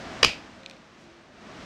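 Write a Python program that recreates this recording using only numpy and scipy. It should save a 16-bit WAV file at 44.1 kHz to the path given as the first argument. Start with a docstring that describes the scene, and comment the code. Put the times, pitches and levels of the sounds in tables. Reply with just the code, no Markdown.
"""A disc snaps over the teeth of the hub in its plastic case, close by in a small quiet room.
A thumb presses the hub: the disc slips in two quick bursts of cracks, the plastic rings and the
bent case thumps. Light ticks and a soft brush follow as the disc is lifted out.
Snaps and ticks leave a short echo. Behind them are two faint low tones and soft room noise,
which sinks after the snap and swells back at the end."""
import sys
import numpy as np
from scipy import signal
from scipy.fft import rfft, irfft
from scipy.io import wavfile
from scipy.ndimage import uniform_filter1d, minimum_filter1d

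SR = 44100
rng = np.random.default_rng(int(sys.argv[2]) if len(sys.argv) > 2 else 0)


def waveform_to_disk(signal):
    """Save audio, clipped to [-1, 1], as 16-bit WAV at the path in sys.argv[1]."""
    frames = np.transpose(np.atleast_2d(signal))
    scaled = np.clip(frames, -1, 1) * 32767
    samples = np.round(scaled).astype(np.int16)
    wavfile.write(sys.argv[1], SR, samples)


N = 72765
T = np.arange(N) / SR

# Levels in a table are relative to each other. "fade" is the time a sound takes to drop by 60 dB.
# how strong the room noise is at each pitch: f/Hz, level/dB
NOISE_COLOUR = [(15, -44), (25, -15), (82, -7), (133, -6.5), (227, -1), (267, -4), (313, -4), (457, -10),
                (631, -6), (895, -11), (1620, -12), (5880, -25), (8580, -37), (10600, -51), (15500, -58)]
# how the room noise sinks and returns: t/s, low part's level/dB, high part's level/dB
NOISE_LEVELS = [(0, -40.5, -45), (0.2, -40, -44), (0.38, -46, -51), (0.62, -51.5, -54.5),
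                (0.85, -53.5, -57), (1.05, -53.5, -56.5), (1.31, -54, -58.5), (1.41, -50.5, -53.5),
                (1.5, -44.5, -50.5), (1.65, -45, -47)]
# faint background tones: peak t/s, width/s, f/Hz, level/dB
TONES = [(0.662, 0.084, 539.6, -53.5), (1.116, 0.088, 338, -54)]
# how strong the echo is at each pitch: f/Hz, level/dB
ECHO_COLOUR = [(100, -14), (400, -9), (1100, -15.5), (1600, -14), (2100, -8.5), (2450, 0.5), (3100, -5),
               (3500, -9), (4400, -8.5), (4850, -5.5), (5600, -12), (7200, -19.5), (10000, -34),
               (15500, -48)]
# the hiss of the disc brushing the tray: f/Hz, level/dB
BRUSH_COLOUR = [(1000, -17), (3000, -1), (6000, 3), (9800, -13), (11500, -22), (15500, -30)]
# the noisy crack of each contact: f/Hz, level/dB
CRACK_COLOUR = [(100, -16), (400, 1), (1100, 2.5), (1600, 1), (2700, -5.5), (5500, 2), (7500, -12),
                (10000, -20), (15500, -25)]
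# the loose disc touches hub and tray: t/s, level/dB, treble cut f/Hz, ring level/dB
TICKS = [(0.6335, -35, 3000, 3), (0.6611, -19.5, 7500, -3), (0.6981, -22, 7000, -11),
         (0.7110, -25, 5500, -5), (0.7356, -38, 3500, 0), (0.7672, -40, 6000, -5)]
# the notes of the disc's edge: f/Hz, level/dB, fade/s
EDGE_NOTES = [(2440, -8.5, 0.014), (3650, -3, 0.0051), (4220, -7, 0.011), (6100, -18.5, 0.0073),
              (7740, -15.5, 0.0041)]
# the case springs back in the hand: t/s, level/dB, f/Hz
THUMPS = [(0.2473, -26, 229), (0.2571, -25, 113), (0.2732, -27.5, 80.4)]
# the notes of the freed disc: f/Hz, level/dB, fade/s
DISC_NOTES = [(2280, -2.5, 0.27), (2464, -6, 0.35), (2455, 1, 0.23), (2520, -3, 0.22), (2650, -1, .24),
              (2794, 2, 0.17), (2928, -6, 0.14), (3005, -6, 0.18), (3230, 2.5, 0.16), (3630, -13, 0.22),
              (4750, -5.5, 0.24), (4900, 1, 0.18)]
# the notes of hub and tray: f/Hz, level/dB, fade/s
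HUB_NOTES = [(463, -19, .02), (882, -19, .014), (1140, -27, .02), (1853, -20.5, 0.02), (2280, -20.5, 0.027),
             (2490, -11, 0.028), (2940, -13, 0.021), (3270, -16.5, .016), (3830, -18.5, 0.0086),
             (4880, -11, 0.013), (5600, -21.5, 0.011), (6600, -30, 0.0083), (8600, -26, 0.01),
             (11500, -31, 0.011)]
# the disc slips over the hub's teeth: t/s, level/dB, treble cut f/Hz
SLIPS = [(0.2293, -1.5, 9100), (0.2311, 5, 6400), (0.2342, -12, 6000), (0.2392, -16.5, 5500),
         (0.2416, -3, 5000), (0.2463, 4.5, 11000), (0.2493, -11, 7000), (0.2526, -20, 5000)]


def from_db(db):
    """Turn decibels into a number to multiply by."""
    return 10 ** (np.asarray(db) / 20)


def rms_one(x):
    """Scale a sound so that its average strength (rms) is 1."""
    return x / np.sqrt(np.mean(x ** 2) + 1e-20)


def keep_band(x, hz, side, order=2):
    """Keep the "low" or "high" side of hz; a higher order cuts more sharply."""
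    return signal.sosfilt(signal.butter(order, hz, side, fs=SR, output="sos"), x)


def coloured_noise(colour):
    """Noise with its lows and highs shaped by a colour table."""
    hz, db = np.transpose(colour)
    pitches = np.maximum(np.fft.rfftfreq(N, 1 / SR), 1)
    gains = from_db(np.interp(np.log(pitches), np.log(hz), db))
    return rms_one(irfft(rfft(rng.standard_normal(N)) * gains, N))


def fade(fade_s):
    """A curve that drops by 60 dB in fade_s seconds."""
    return np.exp(-np.log(1000) * T / fade_s)


def rise(rise_s):
    """A curve that climbs from 0 towards 1, most of the way in rise_s seconds."""
    return 1 - np.exp(-T / rise_s)


def swell(peak_s, width_s):
    """A bell-shaped rise and fall around peak_s."""
    return np.exp(-.5 * ((T - peak_s) / width_s) ** 2)


def at(t, x):
    """Delay a sound to start at t seconds."""
    return np.concatenate([np.zeros(int(t * SR)), x])[:N]


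def plastic_ring(notes, spread_db=1.63):
    """A knock sounds all of a part's own notes at once, each with a slightly random strength."""
    out = 0
    for k, (hz, db, fade_s) in enumerate(notes):
        strength = from_db(db + spread_db * rng.normal())
        out += (-1) ** k * strength * fade(fade_s) * np.sin(2 * np.pi * hz * T)
    return out


def room_noise(split_hz=1280):
    """A soft rush whose low and high parts sink and return."""
    times, low_db, high_db = np.transpose(NOISE_LEVELS)
    out = 0
    for db, side in ((low_db, "low"), (high_db, "high")):
        rush = rms_one(keep_band(coloured_noise(NOISE_COLOUR), split_hz, side))
        out += from_db(np.interp(T, times, db)) * rush
    return out


def faint_tones(waver_hz=7.7):
    """Low tones come and go, their pitch wavering a little."""
    out = 0
    for t, width_s, hz, db in TONES:
        waver = rms_one(keep_band(rng.standard_normal(N), hz=16.6, side="low"))
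        cycles = np.cumsum(hz + waver_hz * waver) / SR
        out += from_db(db) * swell(t, width_s) * np.sin(2 * np.pi * cycles)
    return out


def room_echo(split_hz=4000, delay_s=0.0055):
    """Each slip and tick leaves a blurred echo in the plastic's colour; the treble dies sooner."""
    contacts = [(t, db) for t, db, _ in SLIPS]
    contacts += [(t, db - 12) for t, db, _, _ in TICKS]  # ticks echo less
    wash = coloured_noise(ECHO_COLOUR)
    lows = signal.sosfiltfilt(signal.butter(2, split_hz, fs=SR, output="sos"), wash)
    out = 0
    for band, fade_s in ((lows, 0.29), (wash - lows, 0.26)):
        shape = rise(0.002) * fade(fade_s)
        power = sum(at(t + delay_s, (from_db(db) * shape) ** 2) for t, db in contacts)
        out += band * np.sqrt(power)
    return from_db(-29.5) * out


def disc_brush():
    """The disc slides past the tray with a brief, soft hiss."""
    return from_db(-65) * swell(peak_s=1.023, width_s=0.03) * coloured_noise(BRUSH_COLOUR)


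def disc_ticks():
    """The loose disc touches hub and tray: tiny cracks that ring its edge, with no bass."""
    out = 0
    for t, db, hz, ring_db in TICKS:
        ring = from_db(ring_db) * plastic_ring(EDGE_NOTES)
        crack = from_db(-13) * coloured_noise(CRACK_COLOUR) * fade(0.0047)
        out += keep_band(at(t, from_db(db) * (ring + crack)), hz, "low", order=1)
    return keep_band(out, hz=1700, side="high", order=3)


def case_thump():
    """The bent case springs back in the hand with low swings that die quickly."""
    return sum(at(t, -from_db(db) * np.sin(2 * np.pi * hz * T) * fade(0.048)) for t, db, hz in THUMPS)


def hub_snap(release_s=0.2465):
    """Each slip over a tooth cracks and rings hub and tray; once free, the disc rings on."""
    out = at(release_s, from_db(-29.5) * plastic_ring(DISC_NOTES))
    for t, db, hz in SLIPS:
        ring = from_db(-0.5) * plastic_ring(HUB_NOTES)
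        crack = from_db(-11.5) * coloured_noise(CRACK_COLOUR) * fade(0.015)
        slip = from_db(db) * (ring + crack) * rise(0.00026)
        out += keep_band(at(t, slip), hz, "low")
    return out


def scene():
    """Add the disc, its case and the room into one channel."""
    disc_and_case = hub_snap() + case_thump() + disc_ticks() + disc_brush()
    return (disc_and_case + room_echo() + room_noise() + faint_tones())[None]


def record(dry, ceiling=0.95, top_hz=15700):
    """Briefly turn down any peak above the ceiling, then cut the highest treble."""
    needed_gain = ceiling / np.maximum(np.abs(dry), ceiling)
    smooth_gain = uniform_filter1d(minimum_filter1d(needed_gain, size=21), size=21)
    treble_cut = signal.ellip(10, .2, 80, top_hz, fs=SR, output="sos")
    return signal.sosfilt(treble_cut, dry * smooth_gain)


dry = scene()
out = record(dry)
waveform_to_disk(out)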